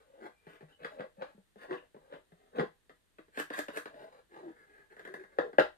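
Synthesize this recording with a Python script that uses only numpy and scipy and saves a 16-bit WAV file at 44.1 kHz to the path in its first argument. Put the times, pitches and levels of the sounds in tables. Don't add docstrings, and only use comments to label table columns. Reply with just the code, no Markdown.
import sys
import numpy as np
from scipy import signal
from scipy.fft import rfft, irfft
from scipy.io import wavfile

SR = 44100
rng = np.random.default_rng(int(sys.argv[2]) if len(sys.argv) > 2 else 0)


def persist_wave(psi):
    counts = np.round(np.clip(psi, -1, 1) * 32767).astype(np.int16)
    wavfile.write(sys.argv[1], SR, np.atleast_2d(counts).T)


N = 254456

BLOW_DB, RUB_DB = 21.0, -7.0
# start_s, level_db, thump_db, hardness_db, spot_hz, rock_s, second_corner_db, skid_db
LANDINGS = [(0.833, -48.5, 11.5, 6, 481, 0.013, 7.5, 4.5), (0.995, -37.5, 14, -3, 523, 0.01, -2.5, -3),
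            (1.211, -40.5, 5, -2.5, 533, 0.009, 2.5, -6), (1.708, -35.5, 7, -0.5, 364, 0.019, -6, 0),
            (2.124, -42.5, 8.5, -1.5, 534, 0.014, -8, -2.5), (2.584, -27, 21, -3.5, 479, 0.011, -0.5, -6),
            (5.385, -22.5, -3.5, -1.5, 505, 0.0027, -17.5, -29),
            (5.5829, -14, -3.5, -1.5, 568, 0.013, -7, -16.5)]
# peak_s, length_s, level_db, hardness_db, spot_hz
SLIDES = [(0.01, 0.083, -65, 5, 440), (0.193, 0.18, -57.5, -4.5, 542), (0.245, 0.068, -43.5, -1.5, 378),
          (0.525, 0.11, -53.5, 4.5, 477), (0.706, 0.048, -57.5, 4.5, 640), (0.931, 0.08, -53.5, 2.5, 590),
          (1.287, 0.088, -58, 3, 553), (1.622, 0.057, -52, 9.5, 510), (1.648, 0.027, -46.5, -5.5, 520),
          (1.833, 0.037, -57.5, -3, 500), (2.048, 0.11, -64, -1.5, 520), (2.44, 0.24, -66, 0, 410),
          (2.568, 0.02, -42, 2, 508), (3.538, 0.023, -46, 13, 780), (4.009, 0.14, -46.5, -1.5, 578),
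          (4.152, 0.11, -57.5, 2.5, 534), (4.378, 0.078, -47.5, -3, 354), (4.435, 0.013, -40, -14, 406),
          (4.485, 0.062, -47.5, -17.5, 338), (5.449, 0.099, -43, -10.5, 480)]
# start_s, level_db, hardness_db, cloth_hz, boom_db
BUMPS = [(0.467, -49, 3, 166, -0.5), (0.607, -51.5, 3, 200, -19), (0.625, -51.5, -1, 153.6, 4.5),
         (0.81, -57, -16, 165, 1), (1.177, -64, -17, 193, 16), (1.344, -67.5, -16, 208, 13),
         (1.377, -58.5, -10, 193, 7), (1.557, -51.5, -5, 207, -2), (1.944, -49.5, -4.5, 186.5, -3),
         (1.963, -50, -5.5, 190, -7), (2.319, -56.5, 1.5, 169.4, 5.5), (2.894, -52, 8, 276, -8),
         (3.184, -49, 6.5, 314, 3), (3.281, -63, 1, 320, -8), (5.53, -46, 2, 296, -1)]
# start_s, length_s, first_hz, last_hz, level_db
SQUEAKS = [(.07, 0.21, 545, 560, -64), (0.286, 0.4, 2430, 2296, -77.5), (0.708, 0.049, 3040, 2920, -68.5),
           (1.771, 0.0182, 3140, 2290, -56.5), (1.814, 0.012, 2670, 2930, -72),
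           (2.615, 0.028, 536, 328, -33.5), (4.424, 0.098, 375, 305.4, -43), (5.084, 0.052, 364, 382, -48),
           (5.172, 0.059, 363, 395, -46.5), (5.392, 0.064, 508, 463, -36), (5.464, 0.066, 468, 458, -49)]
# start_s, level_db, spot_hz
TAPS = [(3.373, -36.5, 402), (3.502, -39, 496), (3.683, -38.5, 560), (3.856, -42, 454), (3.942, -57, 540)]
# click_s, level_db, spot_hz
FLICKS = [(3.397, -32.5, 486), (3.588, -32, 600), (3.771, -34.5, 451)]
# peak_s, length_s, level_db
DRAGS = [(4.348, 0.06, -56), (4.483, 0.12, -61.5), (4.608, 0.12, -62), (4.767, 0.17, -61.5),
         (4.923, 0.039, -58), (5.027, 0.11, -61), (5.106, 0.065, -59), (5.195, 0.078, -57),
         (5.334, 0.13, -64)]
# start_s, level_db
SNAGS = [(4.965, -55.5), (4.993, -49.5), (5.05, -47.5), (5.074, -48), (5.139, -43), (5.236, -55.5)]
# time_s, right_lag_s, pan_left_db (added on the left, taken off on the right)
HAND_POSITIONS = [(0.3, 0.00043, 1.2), (2.599, 0.00046, 1.0), (3.3, 0.00038, 0.5), (5.599, 0.00041, 0.87)]

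# pitch_hz, level_db, t60_s
WOOD_MODES = [(158.1, -25, 0.27), (205, -26, 0.092), (266, -20.5, 0.031), (322.4, -12, 0.16),
              (378.5, -11, 0.22), (445.8, -2.5, 0.063), (483.2, -4.5, 0.18), (527, -3, 0.087),
              (608.5, -5, 0.18), (669.7, -8, 0.15), (815, -13.5, 0.064), (1018, -27, 0.29),
              (1103, -32, 0.14), (1198, -18, 0.031), (1394, -15.5, 0.056), (1509, -15.5, .07),
              (1666, -15.5, 0.042), (1742, -18.5, .06), (1918.5, -12, 0.099), (2067, -15.5, 0.064)]
# pitch_hz, level_db, t60_s
CLACK_MODES = [(214, -26, 0.049), (841, -15.5, 0.02), (1600, -8, 0.0093), (3270, -36.5, 0.024)]
# pitch_hz, level_db, t60_s
LEG_MODES = [(66.6, -18.5, 0.31)]
# pitch_hz, level_db, t60_s
BAR_MODES = [(310.6, -7.5, 0.087), (525, -7, 0.089), (804, -10.5, 0.09), (1402, -12.5, 0.055),
             (1478, -13.5, 0.041), (1646, -10, 0.022), (1905, -17.5, 0.037)]
# pitch_hz, level_db, t60_s
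BLADE_MODES = [(1647, 0.5, 0.033), (1720, -12, 0.082), (1883, -6.5, 0.018), (2010, -5.5, 0.029)]
# pitch_hz, level_db, t60_s
HANDLE_MODES = [(298, -3.5, 0.085)]
# freq_hz, relative_density_db
CRACK_SPECTRUM = [(60, -23), (130, -28), (190, -3), (300, 2.5), (550, 7.5), (950, -0.5), (1300, -4.5),
                  (1750, -6), (2600, -13.5), (3600, -15), (5500, -40.5), (8000, -35.5), (13000, -42.5)]
# freq_hz, t60_s
CRACK_DECAY = [(150, 0.018), (600, 0.047), (2000, 0.011), (9000, 0.02)]
# freq_hz, gain_db
FLAT_EQ = [(100, 0), (10000, 0)]
# freq_hz, level_db, t60_s
ROOM_TAIL = [(100, -20.5, 0.25), (246, -10.5, 0.13), (574, -20, 0.24), (1072, 2, 0.19), (2180, -2, 0.22),
             (4850, 6, 0.22), (11600, 0.5, 0.22)]
# freq_hz, relative_density_db
HISS_SPECTRUM = [(15, -36), (25, 3), (124, -8.5), (420, -12.5), (755, -18.5), (1360, -19), (1770, -15),
                 (2310, -21), (3830, -19.5), (5410, -28.5), (8070, -24.5), (8980, -20), (9990, -31.5),
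                 (11700, -24.5), (14500, -40)]

# thump_db, clack_db, tick_db, ring_db, crack_db
FIRST_CORNER = (0.5, -1.5, -4, -5.5, -3)
SECOND_CORNER = (-1.5, 2.5, 0.5, -5.5, 1.5)
SKID = (-10, -4.5, -2, -5, -1)
WOOD_SLIDE = (5.5, -2, 5.5, -4, 1)
PADDED = (12, -3.5, 1, -1.5, -2)
KNIFE_TAP = (11, 4.5, 9, -6.5, -0.5)
KNIFE_CLICK = (3, 4, 20, -6, -1)
KNIFE_SWEEP = (5, 13.5, 26.5, -7, -1)
BLADE_DRAG = (9, 4, 14, -2, -3)
BLADE_SNAG = (9.5, 4, 14.5, 1.5, -1.5)

BAND_EDGES = 60 * 2 ** (np.arange(25) / 3)
BAND_HZ = np.sqrt(BAND_EDGES[:-1] * BAND_EDGES[1:])
BANK = [signal.butter(2, edges, "band", fs=SR, output="sos") for edges in zip(BAND_EDGES, BAND_EDGES[1:])]
RING_S = np.arange(int(.24 * SR)) / SR


def landings(spots, dropped_above_db=-24, skid_s=0.038):
    sounds = []
    for s, db, thump, hard, hz, rock_s, second_db, skid_db in LANDINGS:
        dropped = db > dropped_above_db
        first = touch(spots, FIRST_CORNER, hz, thump, hard) + cloth(hz=164.8, boom_db=thump - 21.5)
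        first += dropped * ringing(BAR_MODES)
        sounds.append(blow(s, db, first))
        sounds.append(blow(s + rock_s, db + second_db, touch(spots, SECOND_CORNER, hz, thump, hard)))
        rise_s = 0.003 if dropped else skid_s
        sounds.append(rub(s + rock_s, rise_s, skid_s, db + skid_db, touch(spots, SKID, hz, thump, hard)))
    return sounds


def slides(spots, boom_below_hz=520, boom_db_per_octave=8.5):
    sounds = []
    for s, length_s, db, hard, hz in SLIDES:
        thump = boom_db_per_octave * np.log2(boom_below_hz / hz)
        sounds.append(stroke(s, length_s, db, touch(spots, WOOD_SLIDE, hz, thump, hard)))
    return sounds


def bumps(spots, spot_hz=420):
    return [blow(s, db, touch(spots, PADDED, spot_hz, hard_db=hard) + cloth(cloth_hz, boom_db))
            for s, db, hard, cloth_hz, boom_db in BUMPS]


def knife_run(spots, bounce_s=0.019, bounce_db=-11.5, graze_s=0.009, graze_db=-8):
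    sounds = []
    for s, db, hz in TAPS:
        for late_s, trim_db in ((0, 0), (bounce_s, bounce_db)):
            tap = steel(spots, KNIFE_TAP, hz, blade_db=-13) + ringing(HANDLE_MODES)
            sounds.append(blow(s + late_s, db + trim_db, tap))
    for s, db, hz in FLICKS:
        for early_s, trim_db in ((graze_s, graze_db), (0, 0)):
            click = steel(spots, KNIFE_CLICK, hz, blade_db=-2) + ringing(HANDLE_MODES)
            sounds.append(blow(s - early_s, db + trim_db, click))
        sweep = steel(spots, KNIFE_SWEEP, hz, blade_db=-3)
        sounds.append(rub(s, rise_s=0.04, fall_s=0.015, level_db=db - 15.5, ring=sweep, catches_per_s=6700))
    return sounds


def knife_drag(spots, spot_hz=417):
    scrapes = [stroke(s, length_s, db, steel(spots, BLADE_DRAG, spot_hz, blade_db=-1))
               for s, length_s, db in DRAGS]
    snags = [blow(s, db, steel(spots, BLADE_SNAG, spot_hz, blade_db=0)) for s, db in SNAGS]
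    return scrapes + snags


def squeaks(waver=0.022, flutter_db=4.0):
    sounds = []
    t = np.arange(int(.7 * SR)) / SR
    knots = t[::200]
    for s, length_s, first_hz, last_hz, level_db in SQUEAKS:
        along = np.minimum(t / length_s, 1)
        grip, force = [np.interp(t, knots, row) for row in rng.standard_normal((2, len(knots)))]
        hz = (first_hz + (last_hz - first_hz) * along) * (1 + waver * grip)
        swell = np.sqrt(np.abs(np.sin(np.pi * along))) * from_db(level_db + flutter_db * force)
        sounds.append((s, swell * np.sin(2 * np.pi * np.cumsum(hz) / SR)))
    return sounds


def blow(s, level_db, ring):
    return s, from_db(level_db + BLOW_DB) * (ring + ringing(LEG_MODES))


def stroke(peak_s, length_s, level_db, ring, rise_share=0.58):
    return rub(peak_s, rise_share * length_s, (1 - rise_share) * length_s, level_db, ring)


def rub(peak_s, rise_s, fall_s, level_db, ring, catches_per_s=1500, uneven_db=4.5):
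    start_s = max(peak_s - 3 * rise_s, 0)
    t = np.arange(start_s - peak_s, 3 * fall_s, 1 / SR)
    swell = np.exp(-np.abs(t / np.where(t < 0, rise_s, fall_s)) ** 1.99)
    sizes = from_db(uneven_db * np.minimum(rng.exponential(1, len(t)), 4))
    signs = rng.choice([-1, 1], len(t))
    catches = sizes * signs * (rng.random(len(t)) < catches_per_s / SR)
    scrape = signal.fftconvolve(swell * catches / catches.std(), ring)
    return start_s, from_db(level_db + RUB_DB) * scrape


def touch(spots, kind, spot_hz, thump_db=0, hard_db=0):
    thump, clack, tick, ring_db, crack_db = kind
    thump += thump_db
    clack += hard_db
    tick += 1.1 * hard_db
    eq = [(80, 0.15 * thump), (150, thump), (230, thump), (310, 0.0027), (850, 0.0085),
          (1150, clack), (3700, clack), (6000, tick), (13000, 1.12 * tick)]
    thud_mode = (spot_hz, 1.5, 0.043)   # pitch_hz, level_db, t60_s
    attack = ringing(CLACK_MODES + [thud_mode], eq)
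    after_ring = from_db(ring_db) * ringing(WOOD_MODES, eq)
    crack_gains = unit_energy(from_db(at_hz(CRACK_SPECTRUM, BAND_HZ)) * np.sqrt(BAND_HZ))
    crack = (from_db(at_hz(eq, BAND_HZ)) * crack_gains) @ spots[rng.integers(len(spots))]["crack"]
    return attack + after_ring + from_db(crack_db) * crack


def steel(spots, kind, spot_hz, blade_db):
    return touch(spots, kind, spot_hz) + from_db(blade_db) * ringing(BLADE_MODES)


def cloth(hz, boom_db, t60_s=0.12):
    return ringing([(hz, boom_db, t60_s)], rise_cycles=0.61)


def ringing(modes, eq=FLAT_EQ, rise_cycles=0.26, spread_s=0.0026, detune=0.0072):
    hz, mode_db, t60_s = np.transpose(modes)
    hz = hz * (1 + detune * rng.standard_normal(len(hz)))
    rise_s = spread_s + rise_cycles / hz[:, None]
    onset = 1 - np.exp(-np.minimum(RING_S / rise_s, 10) ** 2)
    waves = onset * decays(t60_s) * np.sin(2 * np.pi * hz[:, None] * RING_S)
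    return from_db(mode_db + at_hz(eq, hz)) @ unit_energy(waves)


def table_spots(count=12, bite_s=0.00072):
    bite = 1 - np.exp(-RING_S / bite_s)
    crack_t60_s = at_hz(CRACK_DECAY, BAND_HZ)
    return [{"tails": room_tails(), "crack": unit_energy(bite * noise_bursts(crack_t60_s))}
            for _ in range(count)]


def room_tails(first_echo_s=0.0012, build_s=0.00043, mono_below_hz=280):
    gains = from_db(at_hz(ROOM_TAIL, BAND_HZ)) * np.sqrt(2 * np.diff(BAND_EDGES) / SR)
    t60_s = at_hz(ROOM_TAIL, BAND_HZ, column=2)
    shared = 1 / (1 + (BAND_HZ / mono_below_hz) ** 2)
    onset = 1 - np.exp(-np.maximum(RING_S - first_echo_s, 0) / build_s)
    return np.array([onset * ((gains * np.sqrt(share)) @ noise_bursts(t60_s))
                     for share in (shared, 1 - shared, 1 - shared)])


def room(spots, s, sound):
    times, *columns = np.transpose(HAND_POSITIONS)
    lag_s, pan_db = [np.interp(s, times, column) for column in columns]
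    tails = spots[rng.integers(len(spots))]["tails"]
    centre, left, right = signal.fftconvolve(sound[None], tails, axes=1)[:, :len(sound)]
    t = np.arange(len(sound)) / SR
    near = sound + centre
    far = np.interp(t - lag_s, t, near, left=0)
    return np.array([near + left, far + right]) * from_db([[pan_db], [-pan_db]])


def hiss(level_db=-74.5, centre_gain=0.28):
    white = rng.standard_normal((3, N))
    hz = np.maximum(np.arange(N // 2 + 1) * SR / N, 1)
    centre, *sides = irfft(rfft(white) * from_db(at_hz(HISS_SPECTRUM, hz)), N)
    air = np.array(sides) + centre_gain * centre
    return from_db(level_db) * air / air.std()


def noise_bursts(t60_s):
    white = rng.standard_normal((len(BANK), len(RING_S)))
    bands = np.array([signal.sosfilt(sos, row) for sos, row in zip(BANK, white)])
    return unit_energy(bands * decays(t60_s))


def decays(t60_s):
    return np.exp(-np.log(1000) / t60_s[:, None] * RING_S)


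def at_hz(points, hz, column=1):
    points = np.array(points)
    return np.interp(np.log(hz), np.log(points[:, 0]), points[:, column])


def unit_energy(x):
    return x / np.sqrt(np.sum(x ** 2, axis=-1, keepdims=True) + 1e-20)


def from_db(db):
    return 10 ** (np.asarray(db) / 20)


def scene(low_cut_hz=119):
    spots = table_spots()
    cues = bumps(spots) + landings(spots) + slides(spots) + knife_run(spots) + knife_drag(spots) + squeaks()
    handling = np.zeros((2, N))
    for s, sound in cues:
        start = round(s * SR)
        handling[:, start:start + len(sound)] += room(spots, s, sound)[:, :N - start]
    low_cut = signal.butter(4, low_cut_hz, "high", fs=SR, output="sos")
    return signal.sosfilt(low_cut, handling) + hiss()


def record(dry, high_cut_hz=14700):
    return signal.sosfilt(signal.ellip(10, .2, 80, high_cut_hz, fs=SR, output="sos"), dry)


dry = scene()
out = record(dry)
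persist_wave(out)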